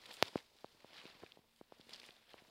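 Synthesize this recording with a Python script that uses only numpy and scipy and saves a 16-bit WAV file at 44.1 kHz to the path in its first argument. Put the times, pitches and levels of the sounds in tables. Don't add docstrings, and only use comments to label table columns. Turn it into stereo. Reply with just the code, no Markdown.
import sys
import numpy as np
from scipy import signal
from scipy.fft import rfft, irfft
from scipy.io import wavfile

SR = 44100
rng = np.random.default_rng(int(sys.argv[2]) if len(sys.argv) > 2 else 0)


def put_to_file(sound):
    columns = np.atleast_2d(sound).T
    safe = np.clip(columns, -1, 1)
    whole_steps = np.round(safe * 32767)
    wavfile.write(sys.argv[1], SR, whole_steps.astype(np.int16))


N = 110250

# time_s, fronds_db, shuffle_db, fizz_db
LEG_SWEEP = [(0, -66, -75, -83), (.05, -63, -67, -77.5), (0.112, -60.5, -61, -76.5),
             (0.137, -61.5, -69.5, -62.5), (.18, -62, -67.5, -75), (0.251, -56.5, -62, -71.5),
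             (.285, -57.5, -57, -72), (0.311, -65, -72, -78.5), (0.381, -61, -62.5, -76.5),
             (.43, -69.5, -75, -83.5), (.5, -75.5, -77, -90), (.6, -70.5, -79, -86), (.78, -72.5, -76, -86),
             (0.915, -68, -69.5, -84.5), (0.967, -58.5, -66, -78.5), (1.03, -66, -69.5, -81),
             (1.08, -63, -64.5, -80), (1.144, -70.5, -74, -85.5), (1.23, -68.5, -71.5, -82.5),
             (1.33, -73, -77, -88.5), (1.45, -83.5, -80.5, -96.5), (1.58, -77.5, -89, -81.5),
             (1.68, -81, -83, -99), (1.749, -73, -75, -87), (1.87, -70.5, -80.5, -82.5),
             (1.944, -59, -62.5, -76.5), (1.98, -64.5, -72.5, -81), (2.068, -63.5, -72.5, -76.5),
             (2.12, -69, -72, -82), (2.26, -77, -81, -88), (2.305, -71.5, -71, -81.5),
             (2.36, -74.5, -77, -82), (2.39, -68.5, -68, -86), (2.415, -72, -73.5, -83),
             (2.5, -70, -73, -85)]
# time_s, tilt_db
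FROND_TILT = [(0, -2), (.3, -2.5), (.5, 6.5), (.8, 0), (.95, -8.5), (1.1, -8.5), (1.3, -2.5), (1.75, -4.5),
              (1.94, 0.5), (2.1, 3.5), (2.3, -14.5), (2.5, 5.5)]
# frequency_hz, level_db
FROND_SPECTRUM = [(600, -29.5), (1000, -10.5), (1400, -6.5), (2000, -4.5), (2800, -4), (3600, -2.5),
                  (4300, -3.5), (5000, -5), (5800, -12.5), (7000, -22), (9000, -37), (15700, -48)]
SHUFFLE_SPECTRUM = [(60, -32), (130, -4), (230, -6), (450, 0.5), (1000, -3), (1400, -14), (2500, -35.5)]
FIZZ_SPECTRUM = [(4500, -40), (7000, -4.5), (9500, -4.5), (12000, -9), (15700, -13)]
def rustle():
    ticks = frond_ticks()
    swish = amp(1.8 * drift(30, slowest=0.29)) * rng.standard_normal(N)
    scuff = amp(2.5 * drift(30)) * rng.standard_normal(N)
    fronds = colour(ticks + 1.72 * swish, FROND_SPECTRUM)
    lower = lowpass(fronds, hz=4700)
    tilt = amp(curve(FROND_TILT) + drift(10)) ** 0.5
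    fronds = lower / tilt + (fronds - lower) * tilt
    shuffle = colour(scuff + 0.26 * ticks, SHUFFLE_SPECTRUM)
    fizz = colour(0.69 * ticks + swish, FIZZ_SPECTRUM)
    return (amp(curve(LEG_SWEEP, column=1)) * fronds
            + amp(curve(LEG_SWEEP, column=2)) * shuffle
            + amp(curve(LEG_SWEEP, column=3)) * fizz)


def frond_ticks(per_s=7000, low_hz=300.7, high_hz=13080, pitches=30, cycles=5):
    size_db = 1.64 * np.minimum(rng.exponential(1, N), 5)
    clump_db = 3 * drift(60, slowest=0.27)
    impulses = amp(size_db + clump_db) * (rng.random(N) < per_s / SR) * rng.choice([-1, 1], N)
    pitch_index = rng.integers(0, pitches, N)
    ticks = np.zeros(N)
    for k, hz in enumerate(np.geomspace(low_hz, high_hz, pitches)):
        turns = np.arange(300) / SR * hz
        tick = turns * np.exp(-3 * turns / cycles) * np.sin(2 * np.pi * turns)
        tick *= np.sqrt(hz) / np.linalg.norm(tick)
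        ticks += signal.oaconvolve(impulses * (pitch_index == k), tick)[:N]
    return evened(ticks)


# start_s, level_db, pitch_hz, burst_t60_s, edge_db, ring_cycles
STEM_CRACKS = [(0.0368, -54, 1950, 0.012, -31, 2.8), (0.0565, -42, 3620, 0.016, -24, 1.4),
               (0.0607, -45.5, 3430, 0.018, -15, 3.2), (0.106, -48, 1930, 0.022, -33, 3.1),
               (0.1107, -40.5, 3920, 0.036, -24, 1.5), (0.1252, -43, 3800, 0.0087, -21, 2.5),
               (0.14, -44, 5100, 0.017, -10.5, 3.3), (0.168, -45.5, 3040, 0.016, -29, 2.8),
               (0.2547, -41.5, 3920, 0.019, -30, 2.5), (0.2785, -44, 3360, 0.018, -25, 2.5),
               (0.282, -42, 3930, 0.015, -17.5, 2.7), (0.3688, -47.5, 5040, 0.035, -14, 3.3),
               (0.377, -40.5, 2300, 0.009, -38, 1.5), (0.3876, -45.5, 4300, 0.009, -30, 3.4),
               (0.402, -51, 2130, 0.025, -18, 2.3), (0.5654, -58, 4860, 0.0095, -15, 2.3),
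               (0.5862, -54, 3500, 0.012, -22, 4), (0.6594, -52, 3940, 0.0077, -30, 2.3),
               (0.8044, -45.5, 3250, 0.0045, -37, 0.9), (0.9324, -47, 3200, 0.0059, -37, 3.1),
               (0.9674, -45.5, 3650, 0.009, -26, 1.9), (0.9988, -47.5, 3300, 0.0081, -31, 2.8),
               (1.014, -46, 2470, 0.019, -28, 2.5), (1.054, -46, 2700, 0.024, -37, 1.7),
               (1.0644, -45, 3660, 0.016, -39, 4), (1.1123, -54, 3340, 0.01, -31, 2.5),
               (1.2204, -57, 1770, 0.016, -32, 2.5), (1.2431, -48, 3730, 0.015, -30, 2.5),
               (1.263, -48, 2550, 0.014, -30, 2.1), (1.3195, -44, 3334, 0.012, -38, 4.5),
               (1.5618, -57.5, 4150, 0.012, -17, 3), (1.8115, -46.5, 3650, 0.0074, -31, 2.34),
               (1.8931, -43, 2920, 0.019, -18, 1.4), (1.9069, -48, 3420, 0.019, -17, 1.5),
               (1.9302, -51, 2640, 0.009, -19, 2.5), (1.9335, -38.5, 5260, 0.021, -29, 4.9),
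               (1.9369, -39, 4970, 0.0091, -22, 3), (1.9443, -40, 3400, 0.015, -34, 3.6),
               (1.96, -44.5, 5060, 0.016, -21, 3.1), (1.965, -52, 3410, 0.016, -22, 2.5),
               (1.9983, -42, 4370, 0.019, -22, 3), (2.0161, -46.5, 2430, 0.011, -30, 2),
               (2.0317, -43.5, 3030, 0.011, -21, 2.4), (2.0394, -46, 2540, 0.015, -31, 1.3),
               (2.052, -54, 3620, 0.012, -30, 2.7), (2.0625, -51, 4500, 0.018, -8.5, 2.8),
               (2.0877, -44, 2600, 0.01, -40, 1.5), (2.09, -45, 2500, 0.013, -40, 2.1),
               (2.1064, -44.5, 3400, 0.012, -39, 1.6), (2.1392, -55, 4370, 0.015, -24, 1.6),
               (2.1653, -52, 3330, 0.006, -26, 1.7), (2.2922, -50.5, 3270, 0.011, -34, 2.6),
               (2.3152, -54, 3300, 0.012, -33, 2.8), (2.3272, -56.5, 3470, 0.019, -30, 2.5),
               (2.3344, -42.5, 2800, 0.0087, -34, 2.5), (2.3793, -52, 2270, 0.025, -40, 0.7),
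               (2.3853, -51, 2620, 0.018, -35, 1.5), (2.3912, -54, 2800, 0.012, -35, 1.5),
               (2.4482, -59.5, 1850, 0.013, -24, 3.1)]
# frequency_hz, gain_db
CRACK_EDGE_TILT = [(9000, -5.5), (15700, -14)]
def stem_crack(level_db, hz, burst_t60_s, edge_db, ring_cycles, rise_s=0.000593, grit_share=0.44):
    noise = rng.standard_normal(1024)
    t = np.arange(len(noise)) / SR
    after_rise = np.maximum(t - rise_s, 0)
    swell = 2 * after_rise * hz / ring_cycles
    ring = swell * np.exp(1 - swell) * np.sin(2 * np.pi * hz * after_rise)
    band = [(hz / 4, -24), (hz / 2, -6), (hz, 0), (hz * 2, -10), (hz * 4, -28)]
    grit = colour(colour(noise, FROND_SPECTRUM), band)
    edge = colour(colour(noise, FIZZ_SPECTRUM), CRACK_EDGE_TILT)
    edge *= amp(edge_db - 0.5 * 1000 * t)
    burst = np.minimum(t / rise_s, 1) ** 2 * amp(-60 * after_rise / burst_t60_s)
    return amp(level_db) * ((1 - grit_share) * ring + burst * (grit_share * grit + edge))


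def stem_snap(at_s, width_ms=0.062, edge_hz=11500, ring_hz=4700):
    t = np.arange(600) / SR
    ms = t * 1000
    lead_s = 4 * width_ms / 1000
    widths = ms / width_ms - 4
    after_break = np.maximum(t - lead_s, 0)
    spike = -widths * np.exp(0.5 - widths ** 2 / 2)
    edge = np.exp(-(widths / 0.83) ** 2) * np.cos(2 * np.pi * edge_hz * t)
    ring = -np.exp(-after_break / 0.00038) * np.sin(2 * np.pi * ring_hz * after_break)
    splinters = colour(rng.standard_normal(len(t)), FROND_SPECTRUM) * np.exp(-(ms - 3) ** 2)
    return at_s - lead_s, amp(-11) * spike + amp(-23) * edge + amp(-26.5) * ring + amp(-38.5) * splinters


# main_swing_s, level_db, swing_ms, lead_in_ratio, decay_swings
CLOSE_KNOCKS = [(.110, -42, 0.38, 0.5, 1.4), (0.176, -52, 0.8, 0, 1), (0.3572, -22.5, 0.82, 0, 2.2),
                (.6450, -33.5, 0.92, 0.62, 1.08), (.748, -57.5, 1.8, 0, 1.06),
                (0.846, -41.5, 0.94, 0.32, 1.23), (0.931, -55, 1.1, 0.4, 1.2), (0.992, -57, 2.2, 0.4, 0.77),
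                (1.040, -55, 1.5, 0.2, 1.3), (1.0551, -45, 1.84, 0.7, 1.1), (1.151, -59.5, 2.3, 0, 1.7),
                (1.2215, -56, 0.7, 0.2, 4.4), (1.227, -53, 1.44, 0.5, 1.8),
                (1.2312, -42.5, 0.55, 0.47, 0.46), (1.236, -41, 1.27, 1, 1.4),
                (1.2387, -45.5, 0.88, 0.7, 1.84), (1.373, -46, 1.12, 0.44, 0.85),
                (1.39, -57, 0.92, 0.2, 2.9), (1.6125, -42, 0.75, 0.02, 2.2),
                (1.7229, -41.5, 0.96, 0.75, 1.2), (1.7967, -51.5, 0.94, 0, 2.5),
                (1.869, -58.5, 1.4, 0.5, 1.7), (1.893, -51.5, 1.1, 1, 1.27), (2.033, -53.5, 0.47, 0.2, 2.8),
                (2.0919, -47.5, 1.03, 0.13, 1.16), (2.342, -41.5, 0.61, 0.2, 1.9),
                (2.4217, -49.5, 1.43, 0.1, 0.99), (2.484, -58.5, 2.2, 0.4, 1.5)]
def knock(main_swing_s, level_db, swing_ms, lead_in_ratio, decay_swings,
          stretch=1.84, boom_hz=96, boom_ms=5):
    t = np.arange(2000) / SR
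    lead_s = swing_ms / 1000 / stretch
    swings = np.log(1 + t * (stretch - 1) / lead_s) / np.log(stretch)
    decay = np.exp(-(np.maximum(swings - 1, 0) / decay_swings) ** 3)
    pressure = np.where(swings < 1, lead_in_ratio, decay) * np.sin(np.pi * swings)
    boom = np.exp(-t * 1000 / boom_ms) * np.sin(2 * np.pi * boom_hz * t)
    boom *= amp(-22) * swing_ms * decay_swings
    return main_swing_s - lead_s, amp(level_db) * (pressure + boom)


# time_s, level_db
HUM_LEVELS = [(0, -93), (1.4, -87), (1.7, -85.5), (1.95, -75), (2.2, -86.5), (2.5, -89)]
def hum(pitch_hz=231):
    turns = np.cumsum(pitch_hz * (1 + 0.02 * drift(5))) / SR
    return amp(curve(HUM_LEVELS) + 1.7 * drift(8)) * np.sqrt(2) * np.sin(2 * np.pi * turns)


# frequency_hz, level_db
WOODLAND_SPECTRUM = [(60, 1), (170, -8.5), (225, -4.5), (300, -10.5), (900, -13), (1000, -10.5),
                     (1200, -20.5), (2000, -15), (3500, -15), (4700, -17.5), (6200, -21.5), (10000, -23),
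                     (15700, -21.5)]
def woodland_wash(level_db=-76.5):
    return amp(level_db + 0.76 * drift(9)) * colour(rng.standard_normal(N), WOODLAND_SPECTRUM)


# frequency_hz, level_db
RUMBLE_SPECTRUM = [(12, -9), (22, -0.5), (36, -15.5), (100, -12.5), (200, -43.5)]
HISS_SPECTRUM = [(15, -19), (40, -7.5), (170, -0.5), (700, -3), (1300, -10), (3900, -12.5), (5500, -4.5),
                 (15700, -5)]
def microphone_noise(rumble_db=-89, hiss_db=-83):
    rumble = amp(rumble_db + 1.8 * drift(4)) * colour(rng.standard_normal(N), RUMBLE_SPECTRUM)
    hiss = amp(hiss_db) * colour(rng.standard_normal(N), HISS_SPECTRUM)
    return np.array([rumble + hiss, rumble - hiss])


def amp(db):
    return 10 ** (np.asarray(db) / 20)


def evened(x):
    return x / np.sqrt(np.mean(x ** 2) + 1e-20)


def add(mix, start_s, sound):
    part = mix[round(start_s * SR):][:len(sound)]
    part += sound[:len(part)]


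def lowpass(x, hz):
    return signal.filtfilt(*signal.butter(2, hz, fs=SR), x)


def curve(table, column=1):
    rows = np.array(table)
    return np.interp(np.arange(N) / SR, rows[:, 0], rows[:, column])


def colour(x, spectrum):
    table_hz, table_db = np.transpose(spectrum)
    hz = np.fft.rfftfreq(len(x), 1 / SR)
    gain = amp(np.interp(np.log(hz + 1), np.log(table_hz + 1), table_db))
    return evened(irfft(rfft(x) * gain, len(x)))


def drift(hz, slowest=0.016):
    b, a = signal.butter(1, [hz * slowest, hz], "band", fs=SR)
    return evened(signal.lfilter(b, a, rng.standard_normal(N)))


def scene(snap_s=0.2261, bass_loss_db_per_s=1.5):
    mix = rustle() + hum() + woodland_wash()
    bass_gain = amp(-bass_loss_db_per_s * np.arange(N) / SR)
    mix -= lowpass(mix, hz=180.9) * (1 - bass_gain)
    add(mix, *stem_snap(snap_s))
    add(mix, *knock(snap_s, level_db=-16.5, swing_ms=0.66, lead_in_ratio=0,
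                    decay_swings=1.88, stretch=1.4))
    for row in CLOSE_KNOCKS:
        add(mix, *knock(*row))
    for start_s, *stem in STEM_CRACKS:
        add(mix, start_s, stem_crack(*stem))
    return np.array([mix, mix])


def record(dry, low_hz=70, high_hz=15850):
    b, a = signal.butter(2, low_hz, "high", fs=SR)
    picked_up = signal.lfilter(b, a, dry) + microphone_noise()
    band_limit = signal.firwin(511, high_hz, window=("kaiser", 7), fs=SR)
    return signal.oaconvolve(picked_up, band_limit[None], "same")


dry = scene()
out = record(dry)
put_to_file(out)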